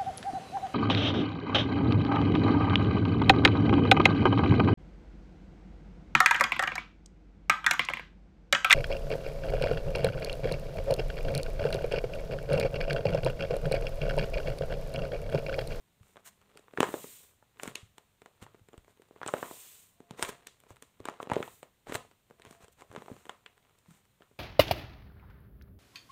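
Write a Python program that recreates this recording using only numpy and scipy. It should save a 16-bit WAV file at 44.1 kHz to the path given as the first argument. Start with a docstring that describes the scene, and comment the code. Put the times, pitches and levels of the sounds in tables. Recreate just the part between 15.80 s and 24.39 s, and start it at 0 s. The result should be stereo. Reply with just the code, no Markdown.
"""Two hands turn and squeeze a stuffed pouch of taped paper close to a small stereo microphone.
At first fingers slide and bump softly and a faint tone wavers; near 1 s the panels buckle in loud snaps.
More bursts of snaps come near 3.5, 4.4, 5.5 and 6.1 s, then weaker ones near 7.2 s, and last a few faint ones.
Small creases crackle along with the bends, and air hisses through the seams near 1.2, 3.7 and 5.7 s.
A small, quiet room answers with a short tail, over a soft room tone."""
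import sys
import numpy as np
from scipy import signal
from scipy.fft import rfft, irfft
from scipy.io import wavfile
from scipy.ndimage import uniform_filter1d

SR = 44100
rng = np.random.default_rng(int(sys.argv[2]) if len(sys.argv) > 2 else 0)


def bounce(signal):
    """Save signal as a 16-bit WAV file at the path given by the first command-line argument."""
    frames = np.transpose(np.atleast_2d(signal))
    limited = np.clip(frames, -1, 1)
    pcm = np.round(limited * 32767).astype(np.int16)
    wavfile.write(sys.argv[1], SR, pcm)


N = 378810
TIME = np.arange(N) / SR  # seconds
SIZE = 2048  # samples in a short pulse
BINS = np.fft.rfftfreq(SIZE, 1 / SR)  # Hz
EDGE_HZ = 15650  # upper limit of the sound

# Buckles of the paper. Each row: time in seconds, nominal level in dB, pitch of the panel in Hz,
# dullness in dB lost per octave above that pitch, left minus right in dB.
SNAPS = [(0.3586, -56, 720.0, 10, 1.0), (0.369, -51.5, 780.0, 7, 6), (0.375, -55, 1200.0, 17, 2),
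         (0.757, -58, 530.0, 25, 7), (0.7736, -48.5, 970.0, 2, 1), (0.794, -57, 530.0, 6, -3),
         (0.8823, -56.5, 1200.0, 15.0, 0), (0.9366, -49, 490.0, 8.5, 1), (0.9751, -33, 1500.0, 13.5, -1),
         (0.9843, -33.0, 340.0, 11.5, 4), (1.0049, -20, 370.0, 5, 4.0), (1.0302, -19.5, 970.0, 9.5, 2),
         (1.0411, -35, 1300.0, 8.5, 1.0), (1.089, -37, 530.0, 9, 4.0), (1.1408, -29.5, 570.0, 9, 2),
         (1.2429, -43, 370.0, 7.5, 2.5), (1.6259, -59.5, 900.0, 11.5, 1.0), (1.798, -43.5, 1800.0, 14, -3),
         (1.834, -33.5, 460.0, 2, 2.0), (1.877, -38.5, 200.0, 3.5, 2.0), (1.9555, -31.5, 2930, 6.5, 4),
         (2.182, -48.5, 670.0, 4.0, -2.5), (2.4188, -53.5, 270.0, 5.0, 2), (2.4602, -49.5, 620.0, 6, -1.0),
         (2.6265, -48, 200.0, 4, -1.0), (2.6652, -50, 1200.0, 13, 0.0), (2.7458, -54, 290.0, 8.0, 1.0),
         (2.8868, -57, 343, 4, -1.0), (2.9324, -55, 390.0, 6.0, -1), (2.941, -53, 606, 12, 6.0),
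         (2.9787, -53, 200.0, 3, 3), (3.0805, -57, 570.0, 7.5, 1.5), (3.1968, -59, 420.0, 19, 4.0),
         (3.22, -57, 420.0, 4.0, 0), (3.3099, -54.0, 530.0, 14.5, 3.0), (3.3616, -52, 670.0, 11.0, 3),
         (3.4155, -41, 1000.0, 14.5, 3.0), (3.4318, -36.0, 1600.0, 14.5, 3.5),
         (3.463, -35.0, 530.0, 6.5, 3), (3.477, -33.5, 8000.0, 26, -5), (3.4836, -38, 970.0, 10, -1.0),
         (3.4893, -36, 1100.0, 12.0, -2), (3.5384, -25.5, 670.0, 9, 0.5), (3.5674, -45.5, 1300.0, 15, 4),
         (3.6283, -29, 1100.0, 14, 0.5), (3.7117, -42.5, 670.0, 13, 3), (4.204, -51.5, 310.0, 7.0, 2.5),
         (4.309, -41.0, 200.0, 5, 1.5), (4.3946, -38, 570.0, 6.5, 1.0), (4.4262, -25.5, 970.0, 4, 1.5),
         (4.4318, -31.5, 420.0, 1.5, -1), (4.4492, -35, 1900.0, 12, 1.0), (4.4915, -38.5, 250.0, 3.5, 0.0),
         (4.6709, -39, 4400.0, 8, 3), (4.8026, -59, 1200.0, 0.5, 2.0), (4.9056, -51, 570.0, 6.5, 2),
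         (5.0242, -44.5, 270.0, 0.5, 3.5), (5.2029, -47, 390.0, 7, 3), (5.2548, -34.5, 1000.0, 6.5, 2.5),
         (5.2864, -31.5, 780.0, 8.5, 2.0), (5.2976, -47.5, 530.0, 5, -3), (5.402, -35.0, 1100.0, 15.5, 1),
         (5.4289, -42.0, 460.0, 6, 2), (5.472, -44, 500.0, 12.0, 4), (5.4994, -35.5, 620.0, 9.5, 1.0),
         (5.517, -25.5, 840.0, 11.0, 4), (5.5352, -36.0, 720.0, 5.5, 1.0), (5.5655, -26, 570.0, 17.5, 3.5),
         (5.6034, -34, 570.0, 13, 5), (5.6276, -34.5, 1900.0, 13.5, 0.5), (5.678, -44.0, 840.0, 10.5, 2.5),
         (5.83, -44.5, 720.0, 6.5, 4), (6.0698, -48, 780.0, 10.5, 2.0), (6.096, -41.5, 220.0, 6.0, 2.5),
         (6.1225, -36.0, 420.0, 6, 1.0), (6.144, -38, 2400.0, 4.5, 1.0), (6.1508, -32, 720.0, 5.0, -1),
         (6.1548, -30.5, 670.0, 4.5, 1), (6.2497, -59, 780.0, 15, 3), (6.3134, -59.5, 530.0, 4, 1),
         (6.5009, -59, 310.0, 5.0, 2.0), (6.598, -56, 420.0, 5, 2), (6.651, -49, 570.0, 5.5, 0.5),
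         (6.7102, -50, 200.0, 3.0, 2.0), (6.7268, -55, 1100.0, 5, -1.0), (6.8449, -54.5, 460.0, 3.5, 1),
         (7.0209, -48, 620.0, 7.5, -1), (7.1149, -50.5, 840.0, 9.0, 2), (7.1277, -53.5, 300.0, 4.0, 1.0),
         (7.1497, -46, 600.0, 8.0, 4.0), (7.1625, -38.5, 1000.0, 10.5, 1.5), (7.1762, -43.5, 221, 11, 1),
         (7.2211, -47, 570.0, 8, 0), (7.2823, -45, 840.0, 15, -1.0), (7.3009, -48, 620.0, 16, -4),
         (7.316, -42.5, 220.0, 9, 2), (7.4667, -54.0, 400.0, 7, 5), (7.4948, -37.0, 1107, 8.0, -1.0),
         (7.6622, -46, 2660, 16.5, 1), (7.9874, -62.5, 6970, 2.0, -1), (8.4073, -57, 530.0, 12, 0.0),
         (8.421, -52, 1400.0, 13.5, 3.0), (8.513, -64, 390.0, 10.5, 2)]


def amp(db):
    """Decibels to gain."""
    return 10 ** (np.asarray(db) / 20)


def evened(x):
    """Scales a sound to an rms of 1."""
    return x / np.sqrt(np.mean(x ** 2) + 1e-20)


def read(points, hz):
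    """Reads a table between its points, along a logarithmic frequency axis."""
    point_hz, value = np.transpose(points)
    return np.interp(np.log(hz + 1), np.log(point_hz + 1), value)


def add(mix, s, sound):
    """Lays a stereo sound into the mix at time s."""
    part = mix[:, max(round(s * SR), 0):][:, :sound.shape[1]]
    part += sound[:, :part.shape[1]]


def causal(db):
    """The most compact spectrum with these levels on BINS whose sound does not start before its cause."""
    cepstrum = irfft(np.log(amp(np.maximum(db, -140))))
    # fold the backward half of time onto the forward half
    cepstrum[..., 1:SIZE // 2] *= 2
    cepstrum[..., SIZE // 2 + 1:] = 0
    return np.exp(rfft(cepstrum))


def diffuse(spectrum, count):
    """Stereo noise of a given spectrum, which reaches both ports most alike in the bass."""
    # Likeness of the two ports. Each row: frequency in Hz, likeness from 0 to 1.
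    likeness = [(100, .88), (400, 0.3), (900, 0.69), (1600, 0.1), (8000, 0.1)]
    hz = np.fft.rfftfreq(count, 1 / SR)
    left, other = rfft(rng.standard_normal((2, count)))
    same = np.clip(read(likeness, hz), 0, 1)
    right = same * left + np.sqrt(1 - same ** 2) * other
    return irfft(np.array([left, right]) * amp(read(spectrum, hz)), count)


def wander(count):
    """Slow chance over the whole scene: straight lines between count random points."""
    return np.interp(TIME, np.linspace(0, TIME[-1], count), rng.standard_normal(count))


def swells(rows, build, curve):
    """Power over time of pressing gestures: each builds for a share of its dying time, peaks and lets go."""
    power = np.zeros(N)
    for s, db, length in rows:
        # a negative length lets go faster than it builds; a length of zero adds nothing
        away = np.maximum((s - TIME) / (build * length), (TIME - s) / length)
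        near = away < 4
        power[near] += amp(db - 20 * away[near] ** curve) ** 2
    return power


def snaps(level_db=-0.36):
    """The buckles: as aimed at the microphone, and as the smoother sum of all directions that fills the room."""
    aimed, all_round = np.zeros((2, 2, N))
    for s, snap_db, hz, dullness, pan_db in list(SNAPS) + ticks():
        db = snap_spectrum(snap_db, hz, dullness)
        pan = amp([[pan_db / 2], [-pan_db / 2]])
        # the tearing begins before the flip, so its pulse is laid in early
        add(aimed, s - SIZE // 8 / SR, tearing(rebound(buckle(db))) * pan)
        add(aimed, s, ringing(snap_db, hz) * pan)
        add(all_round, s, np.tile(irfft(causal(db + pouch_colour())), (2, 1)))
    return amp(level_db) * aimed, amp(level_db) * all_round


def snap_spectrum(level_db, hz, dullness, thin_db_per_octave=4.5):
    """A panel radiates less and less below its pitch, and also falls away above it."""
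    # Colour that all snaps share. Each row: frequency in Hz, gain in dB.
    paper = [(25, -24), (70, -5), (134, 0.5), (265, 0), (443, -2.5), (1000, 0), (2160, -0.5), (3100, 2),
             (4500, 0.5), (9400, 0.5), (12850, -4), (15650, -6.5)]
    octaves = np.log2((BINS + 1) / hz)
    below = thin_db_per_octave * np.minimum(octaves, 0)
    above = -dullness * np.maximum(octaves, 0)
    db = below + above + read(paper, BINS)
    # the level counts as the rms over 5 ms, before the pouch adds its colour
    return level_db + db - 10 * np.log10(np.mean(amp(db) ** 2) / (.005 * SR))


def pouch_colour():
    """The broad resonances of the pouch over BINS, in dB."""
    # Each row: frequency in Hz, width in Hz, gain in dB.
    resonances = [(256, 27, 2), (428, 110, 6.5), (720, 450, -1.5), (1300, 900, 0.5)]
    return sum(gain / (1 + (2 * (BINS - hz) / width) ** 2) for hz, width, gain in resonances)


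def ripple(count):
    """A random wavy curve over BINS, with wider waves in the treble and no overall slope."""
    place = np.log1p(BINS / 1500)
    knots = rng.standard_normal(count + 1)
    level = knots - uniform_filter1d(knots, size=5)
    return np.interp(place / place[-1] * count, np.arange(count + 1), level)


def buckle(db, panel_db=2.5, aim_db=3, lead_s=.00009, scatter_s=.00012):
    """One panel flips: a single pressure pulse, coloured by the pouch, by its own shape and by its aim at each port."""
    smooth = db + pouch_colour()
    beaming = BINS / (BINS + 1200)  # aim matters more in the treble
    aim = aim_db * beaming * np.array([ripple(count=22), ripple(count=22)])
    uneven = smooth + panel_db * ripple(count=30) + aim
    keep_energy = np.sqrt(np.mean(amp(smooth) ** 2) / np.mean(amp(uneven) ** 2))
    # the left port hears it first when lead is positive
    lead = lead_s + scatter_s * rng.standard_normal()
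    delay = 16 / SR + np.array([[-lead], [lead]]) / 2
    pulse = irfft(causal(uneven) * np.exp(-2j * np.pi * BINS * delay))
    return keep_energy * pulse * rng.choice([-1, 1])


def rebound(pulse, rebound_db=-9.5, soonest_s=.001, latest_s=.005, corner_hz=3000):
    """The panel overshoots and knocks again a moment later, weaker and duller."""
    delay = np.exp(-2j * np.pi * BINS * rng.uniform(soonest_s, latest_s))
    knock = amp(rebound_db) * delay / (1 + 1j * BINS / corner_hz)
    return irfft(rfft(pulse) * (1 - knock))


def tearing(pulse, split_hz=2400, share=.42, build_s=.0014, fade_s=0.0013):
    """Part of a snap's treble spreads over a tiny crackle as the crease runs, swelling into the flip and dying after it."""
    t = (np.arange(SIZE) - SIZE // 8) / SR
    run = rng.standard_normal((2, SIZE)) * np.exp(np.minimum(t / build_s, -t / fade_s))
    run /= np.linalg.norm(run, axis=1, keepdims=True)
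    spread = np.clip(share, 0, 1) * BINS ** 2 / (BINS ** 2 + split_hz ** 2)
    flip = rfft(1. * (t == 0))
    return irfft(rfft(pulse) * (np.sqrt(1 - spread) * flip + np.sqrt(spread) * rfft(run)))


def ringing(level_db, hz, ring_db=-17, t60_s=.09, scatter_octaves=.45, count=3):
    """After its flip the taut panel rings on faintly, in a few modes around its pitch."""
    t = np.arange(SR // 6) / SR
    scatter = scatter_octaves * rng.uniform(-1, 1, (count, 1))
    modes = np.minimum(hz * 2 ** scatter, EDGE_HZ)
    ring = np.sin(2 * np.pi * modes * t).sum(0) / np.sqrt(count)
    return amp(level_db + ring_db) * ring * np.exp(-np.log(1000) * t / t60_s)


def ticks(count=5, spread_db=1.5, pitch_hz=700, spread_octaves=.9, dullness=6.0, dullness_spread=1.8,
          pan_db=2.0, pan_spread_db=5.5):
    """Faint buckles of chance size and place while the fingers turn the pouch and regrip; rows like those of SNAPS."""
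    # Each row: start in seconds, end in seconds, middle level of the ticks in dB.
    regrips = [(.2, 0.749, -66.5), (2.78, 3.399, -65.5), (4.819, 5.001, -62.5), (6.403, 7.0, -58.5),
               (6.979, 7.471, -54), (7.701, 8.347, -66)]
    rows = []
    for start, end, db in regrips:
        times = start + (end - start) * (np.arange(count) + rng.random(count)) / count
        for s, (force, size, dull, side) in zip(times, rng.standard_normal((count, 4))):
            rows.append((s, db + spread_db * force, pitch_hz * 2 ** (spread_octaves * size),
                         dullness + dullness_spread * dull, pan_db + pan_spread_db * side))
    return rows


def crackle(level_db=-2, per_s=350, spread_db=4.5, count=24, held_db=-86):
    """Many small creases give way at random, louder as the paper bends harder."""
    # Sound of a crease. Each row: frequency in Hz, relative level in dB.
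    crease_spectrum = [(50, -20), (150, -9.5), (400, -3), (1100, -3.5), (2200, -8), (4000, -10.5),
                       (8000, -26.5), (15000, -39.5)]
    # Each row: time of greatest strain in seconds, nominal crackle level in dB,
    # seconds in which it dies by 20 dB (if negative, the seconds are scaled and let go faster than they build).
    bends = [(.33, -71, 0.54), (.75, -64.5, -0.36), (1.05, -54, 0.3), (1.44, -66, .13), (1.87, -47.5, 0.13),
             (2.64, -67, 0.23), (3.1, -63.5, 0), (3.58, -50.5, 0.31), (4.45, -45.5, 0.17), (4.87, -74.5, 1),
             (5.29, -51, 0.12), (5.53, -39, 0.1181), (6.125, -45.5, 0.0454), (6.67, -57.5, 0.1),
             (6.83, -61.5, 0), (7.18, -56.5, 0.14), (7.42, -61.5, -0.04), (7.8, -71.5, 0.7)]
    happens = rng.random(N) < per_s / SR
    size = amp(spread_db * np.minimum(rng.exponential(1, N), 3)) * happens
    crease = rng.integers(0, count, N)  # which of the creases gives way
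    out = np.zeros((2, N))
    for k in range(count):
        pulse = buckle(read(crease_spectrum, BINS))
        out += signal.oaconvolve((size * (crease == k))[None], pulse, axes=1)[:, :N]
    bending = amp(level_db) ** 2 * swells(bends, build=0.71, curve=0.96) + amp(held_db) ** 2
    return np.sqrt(bending + avalanches()) * evened(out)


def avalanches(level_db=-39, follow=0.57, before_s=0.0032, after_s=0.011):
    """Power of the crackle that leads up to each buckle and trickles on after it."""
    s, db = np.transpose(SNAPS)[:2]
    load = np.zeros(N)
    load[(s * SR).astype(int)] = amp(level_db + follow * db) ** 2
    t = np.arange(-SR // 10, SR // 10 + 1) / SR
    shape = np.exp(np.minimum(t / before_s, -t / after_s))
    return abs(signal.oaconvolve(load, shape, "same"))


def slides(level_db=-1, grain_db=2.5):
    """Skin catches and slips on the tape: a short, grainy scrape."""
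    # Each row: middle in seconds, length in seconds, nominal level in dB, tilt in dB per octave.
    slide_rows = [(0.291, 0.22, -68, 1), (0.472, 0.066, -47.5, 1), (1.859, 0.19, -53.5, 0.5),
                  (2.63, 0.049, -51.5, -2.5), (3.105, 0.065, -66.5, -2.5), (4.397, 0.079, -50.5, -3),
                  (4.441, 0.1, -43, -1.5), (4.491, 0.047, -41, -2), (4.907, 0.071, -60, -2),
                  (5.425, 0.059, -59, 1), (6.099, 0.092, -47, -5), (6.15, 0.068, -44, 1),
                  (6.72, 0.21, -63, -1.5), (6.83, 0.083, -57.5, -3), (6.928, 0.028, -62, 2.5),
                  (7.008, 0.1, -59, -3.5), (7.322, 0.69, -64, -1), (8.137, 0.23, -65, -1)]
    # Sound of rubbing before the tilt. Each row: frequency in Hz, relative level in dB.
    rub = [(100, -15), (700, 1.5), (1500, 2.5), (3000, 0.5), (6000, 0.5), (9000, -2), (15000, -4.5)]
    out = np.zeros((2, N))
    for s, length, db, tilt in slide_rows:
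        count = int(length * SR)
        catching = evened(uniform_filter1d(rng.standard_normal(count), size=70))
        grip = amp(grain_db * np.tanh(catching / 2) * 2)
        spectrum = [(hz, level + tilt * np.log2(hz / 8000)) for hz, level in rub]
        scrape = evened(diffuse(spectrum, count) * grip)
        add(out, s - length / 2, amp(db + level_db) * scrape * np.hanning(count))
    return out


def bumps(level_db=0.0, rise_s=0.0042, upper=1.71, upper_db=-12):
    """The stuffing damps a finger's knock within a few cycles."""
    # Each row: start in seconds, nominal peak in dB, pitch in Hz.
    knocks = [(.209, -50.5, 100), (1.873, -45.5, 113), (2.03, -48, 99.6), (2.621, -45.5, 102.5),
              (2.814, -55, 99.3), (2.978, -48.5, 75), (4.431, -48, 90), (4.908, -48, 105),
              (5.202, -48.5, 103), (5.519, -36.5, 101), (6.15, -42, 110), (6.668, -54, 113),
              (6.835, -55, 89.5), (7.101, -51, 107), (7.315, -44, 125), (8.084, -51.5, 177),
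              (8.108, -52.5, 168), (8.14, -59.5, 160.3)]
    out = np.zeros((2, N))
    t = np.arange(SR // 8) / SR
    thump = t / rise_s * np.exp(1 - t / rise_s)  # swells to 1 and dies away
    for s, db, hz in knocks:
        swing = np.sin(2 * np.pi * hz * t) + amp(upper_db) * np.sin(2 * np.pi * hz * upper * t)
        add(out, s, np.tile(amp(db + level_db) * swing * thump, (2, 1)))
    return out


def air(level_db=3, flutter_db=1.0):
    """Deep squeezes drive bright turbulence through the seams, which flutter slightly in the stream."""
    # Each row: time of strongest flow in seconds, nominal hiss level in dB, seconds in which it dies by 20 dB.
    squeezes = [(1.2, -52, 0.3247), (3.73, -53, 0.3955), (5.66, -61.5, 0.21)]
    # Sound of the hiss. Each row: frequency in Hz, relative level in dB.
    jet = [(200, -16.5), (1500, -9.5), (3000, -0.5), (5000, -0.5), (8000, 0), (11000, -1.5), (15000, 1)]
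    flow = np.sqrt(swells(squeezes, build=.72, curve=2.8))
    return amp(level_db + flutter_db * wander(count=900)) * flow * evened(diffuse(jet, N))


def room(x, build_s=0.00096):
    """Hands, table and walls scatter each sound into a short tail."""
    # Dying time. Each row: frequency in Hz, seconds to die by 60 dB.
    dying_time = [(100, 0.48), (400, 0.2053), (1200, 0.27), (4000, 0.29), (14000, 0.4)]
    # Strength of the tail. Each row: frequency in Hz, level in dB against the sound sent in.
    send = [(100, -9.5), (300, -9), (500, -6.5), (1200, -9.5), (4000, -9.5), (14000, -15.5)]
    hz, t, z = signal.stft(diffuse(send, SR), SR, nperseg=256)
    t60 = read(dying_time, hz)[:, None]
    unit_energy = np.sqrt(2 * np.log(1000) / (t60 * SR))
    tail = signal.istft(z * unit_energy * amp(-60 * t / t60), SR, nperseg=256)[1]
    tail *= 1 - np.exp(-np.arange(tail.shape[1]) / SR / build_s)
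    return signal.fftconvolve(x, tail, axes=1)[:, :N]


def tones(level_db=-1, waver=0.014, fading_db=4):
    """Thin, faint background tones that waver and fade in and out."""
    # Each row: start in seconds, length in seconds, middle pitch in Hz, nominal level in dB.
    tone_rows = [(0, 1.1, 194.6, -80), (4.147, 0.58, 698, -75.5), (6.55, 0.4, 688, -75),
                 (6.998, 0.93, 711, -81)]
    out = np.zeros(N)
    for start, length, hz, db in tone_rows:
        turns = np.cumsum(hz * (1 + waver * wander(count=160))) / SR
        arch = np.sin(np.pi * np.clip((TIME - start) / length, 0, 1))
        out += amp(db) * np.sqrt(2 * abs(arch)) * np.sin(2 * np.pi * turns)
    return amp(level_db + fading_db * wander(count=110)) * out


def room_tone(floor_db=-71.5):
    """The quiet, steady noise of the room, strongest in the bass."""
    # Each row: frequency in Hz, relative level in dB.
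    tone_spectrum = [(20, -10), (50, -2), (100, 3), (200, -3.5), (320, -9.5), (1200, -14), (4000, -13),
                     (8000, -20.5), (15000, -19)]
    return amp(floor_db) * evened(diffuse(tone_spectrum, N))


def scene():
    """The handled pouch in its room."""
    rustle = crackle() + slides() + air() + bumps()
    aimed, all_round = snaps()
    return aimed + rustle + room(all_round + rustle) + tones() + room_tone()


def record(dry):
    """Each of the two microphone ports adds its own colour; then the treble is cut off at EDGE_HZ."""
    # Each row of the two tables: frequency in Hz, gain in dB.
    left_port = [(2500, 2), (3900, 0), (4900, -5), (6000, -3), (7100, 0.5), (8400, 9), (10000, 1),
                 (12000, -2.5), (14000, 0.5), (15500, -3.5)]
    right_port = [(2500, 2), (3900, 1), (4900, -5), (6000, 0.5), (7100, 7), (8400, 2.5), (10000, -0.5),
                  (12000, -2), (14000, 7), (15500, 0)]
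    ports = irfft(causal(np.array([read(left_port, BINS), read(right_port, BINS)])))
    heard = signal.oaconvolve(dry, ports, axes=1)[:, :N]
    low_pass = signal.firwin(511, EDGE_HZ, window=("kaiser", 9), fs=SR)
    return signal.oaconvolve(heard, low_pass[None], "same")


dry = scene()
out = record(dry)
bounce(out)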